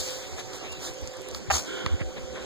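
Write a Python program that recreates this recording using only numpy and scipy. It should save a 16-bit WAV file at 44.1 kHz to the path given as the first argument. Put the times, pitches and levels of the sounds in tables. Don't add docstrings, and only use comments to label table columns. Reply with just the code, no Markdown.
import sys
import numpy as np
from scipy import signal
from scipy.io import wavfile
from scipy.ndimage import uniform_filter1d

SR = 44100
rng = np.random.default_rng(int(sys.argv[2]) if len(sys.argv) > 2 else 0)


def store_pcm(level_fs):
    pcm = np.round(np.clip(level_fs, -1, 1) * 32767).astype(np.int16)
    wavfile.write(sys.argv[1], SR, np.atleast_2d(pcm).T)


def boost_factor(decibels):
    exponent = np.asarray(decibels, float) / 20
    return 10 ** exponent


N = 108397
TIME = np.arange(N) / SR
PORT_LEAD_S = 0.00013


def read(points, hz):
    f, value = np.transpose(points)
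    return np.interp(np.log(hz + 1), np.log(f + 1), value)


def curve(points, col=1):
    rows = np.transpose(points)
    return np.interp(TIME, rows[0], rows[col])


def evened(x):
    return x / np.sqrt(np.mean(x ** 2) + 1e-20)


def sides(pan_db):
    return boost_factor(np.array([[pan_db / 2], [-pan_db / 2]]))


def hump(middle, length):
    return np.exp(-.5 * ((TIME - middle) / (length / 3)) ** 2)


def resonate(x, hz, width):
    turn = np.exp(2j * np.pi * hz * np.arange(x.shape[-1]) / SR)
    r = np.exp(-np.pi * width / SR)
    return 2 * (turn * signal.lfilter([1 - r], [1, -r], x / turn + 1e-18)).real


# (frequency [Hz], likeness [0-1])
PORT_LIKENESS = [(70, 0.19), (300, 1), (550, 0.65), (1000, 0.63), (1600, 0.43), (2800, 0.34), (5000, 0)]


def noise(tone, patchy_db, tilt_db=0):
    frames, hz = N // 128 + 5, np.fft.rfftfreq(512, 1 / SR)
    a, b, c, d, patches = rng.standard_normal((frames, 257, 5)).T
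    patches = uniform_filter1d(patches, size=8, axis=0)
    patches = evened(uniform_filter1d(patches, size=14, axis=1))
    same = np.clip(read(PORT_LIKENESS, hz), -1, 1)[:, None]
    lag = np.exp(2j * np.pi * hz * PORT_LEAD_S * (1 + hz / 2000))[:, None]
    left = a + 1j * b
    right = same * left * lag + np.sqrt(1 - same ** 2) * (c + 1j * d)
    tilt = np.interp(np.arange(frames) * 128, np.arange(N), tilt_db * np.ones(N))
    tilt = tilt * (hz / (hz + 7000))[:, None]
    gain = boost_factor(read(tone, hz)[:, None] + patchy_db * patches + 5.1 * tilt)
    z = np.array([left, right]) * gain
    return evened(signal.istft(z, nperseg=512, noverlap=384)[1][:, :N])


# (frequency [Hz], level [dB])
WASH_TONE = [(25, -14), (70, 12), (150, -7.5), (350, 6.5), (900, -8), (3500, -15), (7500, -20),
             (10000, -40)]
# (time [s], treble level [dB])
LEAVES = [(0, 7.6), (.3, 4.34), (.5, 3.74), (1.3, 2.9), (1.6, 2.5), (1.95, 0.51), (2.46, 1.46)]
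# (time [s], level [dB])
CART = [(1.2, -65), (1.4, -47), (2.46, -52)]
WASH_DB = -42


def wash():
    out = boost_factor(WASH_DB) * noise(WASH_TONE, 2.22, curve(LEAVES)) * sides(-3.1)
    cart = resonate(rng.standard_normal((2, N)), 205, 170)
    return out + boost_factor(curve(CART)) * evened(resonate(cart, 205, 170))


# (frequency [Hz], level [dB], width [Hz])
HUM = [(376.6, -52, 2.76), (559, -56.5, 8.5), (455, -65.5, 10)]
# (time [s], level [dB])
DRONE = [(0, -45), (.17, -39.5), (.35, -51), (.8, -56), (.9, -44), (1.1, -38), (1.4, -46), (1.55, -51),
         (2.1, -47), (2.46, -44.5)]
# (time [s], level [dB])
WHINE = [(0, -59), (.3, -54.5), (.6, -55.5), (1.1, -55), (1.4, -63.5), (1.75, -61), (2.05, -58),
         (2.46, -62)]
DRONE_HZ, WHINE_HZ = 515.2, 752.3


def motor():
    out = np.zeros((2, N))
    late = TIME - np.array([[PORT_LEAD_S], [0]])
    lines = [*HUM, (DRONE_HZ, curve(DRONE), 6), (WHINE_HZ, curve(WHINE), 8)]
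    for hz, db, width in lines:
        wobble, sway = resonate(resonate(rng.standard_normal((2, N)), 0, width), 0, width)
        level = boost_factor(db + 1 + 3.28 * evened(sway))
        out += level * np.sin(2 * np.pi * hz * late + 0.79 * evened(wobble)) * sides(-5.5)
    return out


def grains():
    bursts = boost_factor(4.0 * np.minimum(rng.exponential(1, N), 3)) * (rng.random(N) < .01)
    return .8 + uniform_filter1d(bursts, size=40) * 3.0


# (middle [s], length [s], level [dB], brightness [0-1], pan [dB])
SCUFFS = [(.0, 0.036, -36.5, 0.86, 12), (0.078, 0.26, -37, 0.74, 5), (0.395, 0.048, -35, 0.31, 10),
          (0.555, 0.061, -40, 0.54, -9.5), (0.654, 0.072, -38, 0, 5.5), (0.726, 0.017, -38, 0.52, -11.5),
          (0.858, 0.095, -35, 0.65, -9.5), (1.362, 0.057, -39.5, 0.64, -7), (1.665, 0.046, -46.5, 0.2, 11),
          (2.013, 0.04, -40.5, 0.08, -16), (2.176, 0.037, -36, 0, 5), (2.367, 0.052, -39.5, 0.03, 7),
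          (2.44, 0.11, -39.5, 0.1, 0)]
# (frequency [Hz], level [dB])
DULL = [(200, 4.5), (400, 11.5), (900, 0.5), (1600, 3.5), (2600, -1), (3900, -0.5), (5500, -46),
        (15000, -108)]
# (frequency [Hz], level [dB])
BRIGHT = [(200, -5.5), (2500, -12), (3600, 0.5), (5000, -0.5), (7000, 0.5), (8500, -3), (10500, -15.5),
          (15500, -12.5)]


def scuffs():
    grit = grains()
    dull, bright = noise(DULL, 3.0) * grit, noise(BRIGHT, 1.8) * grit
    out = np.zeros((2, N))
    for s, length, db, brightness, pan_db in SCUFFS:
        colour = (1 - brightness) * dull + brightness * bright
        out += boost_factor(db) * sides(pan_db) * hump(s, length) * colour
    return out


# (peak [s], length [s], level [dB], frequency [Hz], pan [dB])
THUMPS = [(0.011, 0.044, -38.5, 62.2, -6), (0.343, 0.056, -42.5, 70, -16.5), (0.449, 0.061, -41.5, 118, -1),
          (0.724, 0.046, -41.5, 65, -4.5), (1.036, 0.029, -30, 70.5, -9.5), (1.357, 0.09, -40, 68, -8.5),
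          (1.42, .03, -40.5, 193, -2.5), (1.49, 0.015, -29.5, 111, 10.5), (1.545, 0.068, -20, 75, 0.3),
          (1.934, 0.045, -24.5, 74, -16.5), (1.951, 0.025, -23.5, 80.5, -12), (2.064, 0.068, -32.5, 55, 4),
          (2.241, 0.03, -34, 61, -2.5), (2.318, 0.065, -36, 68.4, -1), (2.435, 0.068, -38, 62, 0.5)]
LEAD_PER_DB = 0.6


def thumps():
    out, right = np.zeros((2, N)), np.array([[0], [1]])
    for s, length, db, hz, pan_db in THUMPS:
        phase = 2 * np.pi * hz * (TIME - s) - LEAD_PER_DB * pan_db * right
        out += boost_factor(db) * sides(pan_db) * hump(s, length) * np.cos(phase)
    return out


# (time [s], peak level [dB], frequency [Hz], width [Hz], pan [dB])
TICKS = [(.267, -38, 4000, 3000, -2), (.325, -46, 4600, 3000, -7), (.533, -33.5, 4000, 3000, -3),
         (0.559, -40, 12000, 6000, 0), (0.7212, -37.5, 8800, 7000, 2), (.803, -43, 10000, 7000, -3),
         (.937, -35, 9000, 9000, 0), (0.9441, -34, 6000, 6000, -9), (.986, -34, 5500, 4000, -3),
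         (1.014, -38, 11000, 9000, 2), (1.021, -45, 12000, 7000, 7), (1.065, -43, 12000, 7000, -2),
         (1.0745, -27.5, 5700, 3460, -15), (1.0795, -33, 5500, 3500, -8), (1.098, -48, 4000, 3000, -3),
         (1.135, -41, 11000, 7000, -9), (1.17, -34, 6960, 4970, -6), (1.21, -36, 6050, 4000, 6),
         (1.218, -34, 9450, 9000, 8), (1.287, -31.5, 8700, 9000, -23), (1.313, -29, 6100, 3980, -4),
         (1.3475, -20, 4300, 3800, -5), (1.349, -32.5, 1100, 900, -3), (1.8625, -16, 2360, 4470, -10.5),
         (1.863, -23.5, 790, 800, -9), (1.865, -20.5, 1800, 2500, -3)]


def ticks():
    out, t = np.zeros((2, N)), np.arange(600) / SR
    for s, db, hz, width, pan_db in TICKS:
        dust = rng.standard_normal((2, 600)) * boost_factor(-60 * t / .012)
        crack = (t == 0) + .1 * dust
        for _ in range(3):
            crack = resonate(crack, hz, width)
        at = round(s * SR)
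        out[:, at:at + 600] += boost_factor(db) * sides(pan_db) * crack / abs(crack).max()
    return out


# (time [s], frequency [Hz], level [dB])
WHISTLE = [
    (.585, 2600, -64),
    (.605, 2760, -50),
    (.625, 2840, -48),
    (.64, 2660, -58),
    (.68, 2700, -50),
    (.72, 2780, -42),
    (.765, 2660, -48),
    (.8, 2300, -58),
    (.85, 1980, -66),
]


def bird():
    waver_hz = 25 * evened(uniform_filter1d(rng.standard_normal(N), size=300))
    waver_db = 2.5 * evened(uniform_filter1d(rng.standard_normal(N), size=500))
    turns = np.cumsum(curve(WHISTLE) + waver_hz) / SR
    on = (TIME > WHISTLE[0][0]) & (TIME < WHISTLE[-1][0])
    level = on * boost_factor(curve(WHISTLE, col=2) - 1 + waver_db)
    return level * np.sin(2 * np.pi * turns - np.array([[0], [2.1]])) * sides(-5)


# (frequency [Hz], width [Hz], level [dB])
THROAT = [(653, 120, 1), (808, 116, 1), (1180, 140, -5.5), (1670, 220, 1.5), (2790, 440, 0),
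          (6200, 600, -16)]
THROAT_PAN_DB = [7.5, -12.5, 15.5, -5, -13.5, 30.5]
RATTLE_S, RATTLE_HZ, RATTLE_DB = 1.5012, 201.3, -21
RATTLE_LATE_S_PER_HZ, RATTLE_ROUGH = 4.5e-6, 0.25


def rattle():
    kicks = np.zeros(N)
    for k in range(5):
        kicks[round((RATTLE_S + k / RATTLE_HZ) * SR)] = 1
    air = rng.standard_normal((2, N)) * RATTLE_ROUGH * 0.22 * (TIME > RATTLE_S)
    out, sign = np.zeros((2, N)), 1
    for (hz, width, db), pan_db in zip(THROAT, THROAT_PAN_DB):
        low = min(hz, 2000)
        swell = hump(RATTLE_S + 0.00087 + low * RATTLE_LATE_S_PER_HZ, 0.013 + low * 4e-6)
        ring = resonate((air - kicks) * swell, hz, width) * SR / (2 * np.pi * width)
        out += sign * boost_factor(db) * sides(pan_db) * ring
        sign = -sign
    return boost_factor(RATTLE_DB) * out


# (time [s], level [dB])
HISS = [
    (1.495, -77),
    (1.506, -36),
    (1.53, -28),
    (1.547, -24),
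    (1.575, -30),
    (1.592, -32),
    (1.615, -39.5),
    (1.66, -47),
    (1.92, -53.5),
]
# (frequency [Hz], level [dB])
HISS_TONE = [(300, -7.5), (1000, -11.5), (2600, -10), (4200, -3.5), (7000, 4), (8700, -6.5), (10500, -18),
             (15500, -10.5)]
# (time [s], treble level [dB])
BEAK = [(1.51, -3), (1.545, -3.5)]
HISS_PAN_DB, HISS_THROB, DRUM_HZ = 5, .2, 75


def hiss():
    throb = 1 + HISS_THROB * np.cos(2 * np.pi * DRUM_HZ * (TIME - 1.5425))
    return boost_factor(curve(HISS)) * throb * noise(HISS_TONE, 2.2, curve(BEAK)) * sides(HISS_PAN_DB)


# (time [s], level [dB])
DRAG = [
    (1.62, -75),
    (1.68, -48),
    (1.77, -45.5),
    (1.84, -48),
    (1.93, -52),
    (2.0, -63),
]
# (frequency [Hz], width [Hz], level [dB])
DRAG_BANDS = [(1430, 380, -0.5), (2214, 350, -5), (3130, 770, 0.5), (369, 128, 4), (1100, 430, -6.5)]


def drag():
    soil = rng.standard_normal((2, N)) * grains()
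    out = np.zeros((2, N))
    for hz, width, db in DRAG_BANDS:
        out += boost_factor(db) * evened(resonate(resonate(soil, hz, width), hz, width))
    return boost_factor(curve(DRAG)) * out * sides(-12.0)


# (time [s], level [dB], frequency [Hz], decay by 60 dB [s], pan [dB])
KNOCKS = [
    (1.842, -26, 96, 0.036, -18),
    (1.862, -20, 72, 0.081, -14),
    (1.941, -17, 111, 0.016, -16),
    (2.0104, -21, 85, 0.088, -14.5),
]
KNOCK_BEND, KNOCK_BEND_S = 2.5, 0.0034


def knocks():
    out = np.zeros((2, N))
    for s, db, hz, t60, pan_db in KNOCKS:
        u = np.maximum(TIME - s, 0)
        turns = hz * (u + KNOCK_BEND * KNOCK_BEND_S * (1 - np.exp(-u / KNOCK_BEND_S)))
        level = (1 - np.exp(-u / 0.0028)) * boost_factor(db - 60 * u / t60)
        out -= level * sides(pan_db) * np.sin(2 * np.pi * turns)
    return out


def scene():
    air = wash() + motor() + bird()
    turkey = scuffs() + thumps() + rattle() + hiss() + drag()
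    return air + turkey + ticks() + knocks()


CROSS, CROSS_LAG = 0.74, 16
EDGE_HZ = 15450


def widen(x):
    other = np.pad(x[::-1], ((0, 0), (CROSS_LAG, 0)))[:, :N]
    wide = x - min(CROSS, 1) * other
    return signal.oaconvolve(wide, signal.firwin(255, EDGE_HZ, fs=SR)[None], "same")


# (frequency [Hz], level under the neighbours [dB])
GATE = [(1000, -30), (1300, -12.5), (7500, -10), (10500, -2)]
MASK_DB = -.5


def gate(x):
    mid_side = np.array([x[0] + x[1], x[0] - x[1]]) / 2
    hz, _, z = signal.stft(mid_side, SR, nperseg=2048)
    power = abs(z[:, 1:]) ** 2
    bands = np.repeat(power.reshape(2, 128, 8, -1).mean(axis=2), 8, axis=1)
    near = np.log(bands.mean(axis=0) + 1e-20)
    near = 1.35 * np.exp(uniform_filter1d(near, size=50, axis=0))
    far = power[:, 200:360].mean(axis=(0, 1))
    hidden = abs(hz[1:, None] - 2720) < 400
    around = np.maximum(near, far * boost_factor(2 * MASK_DB) * hidden)
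    z[:, 1:] *= bands > around * boost_factor(2 * read(GATE, hz[1:]))[:, None]
    mid, side = signal.istft(z, nperseg=2048)[1][:, :N]
    return np.array([mid + side, mid - side])


def top_cut(x):
    return signal.sosfilt(signal.butter(12, 16800, fs=SR, output="sos"), x)


def record(dry):
    mix = gate(widen(dry))
    return top_cut(mix)


dry = scene()
out = record(dry)
store_pcm(out)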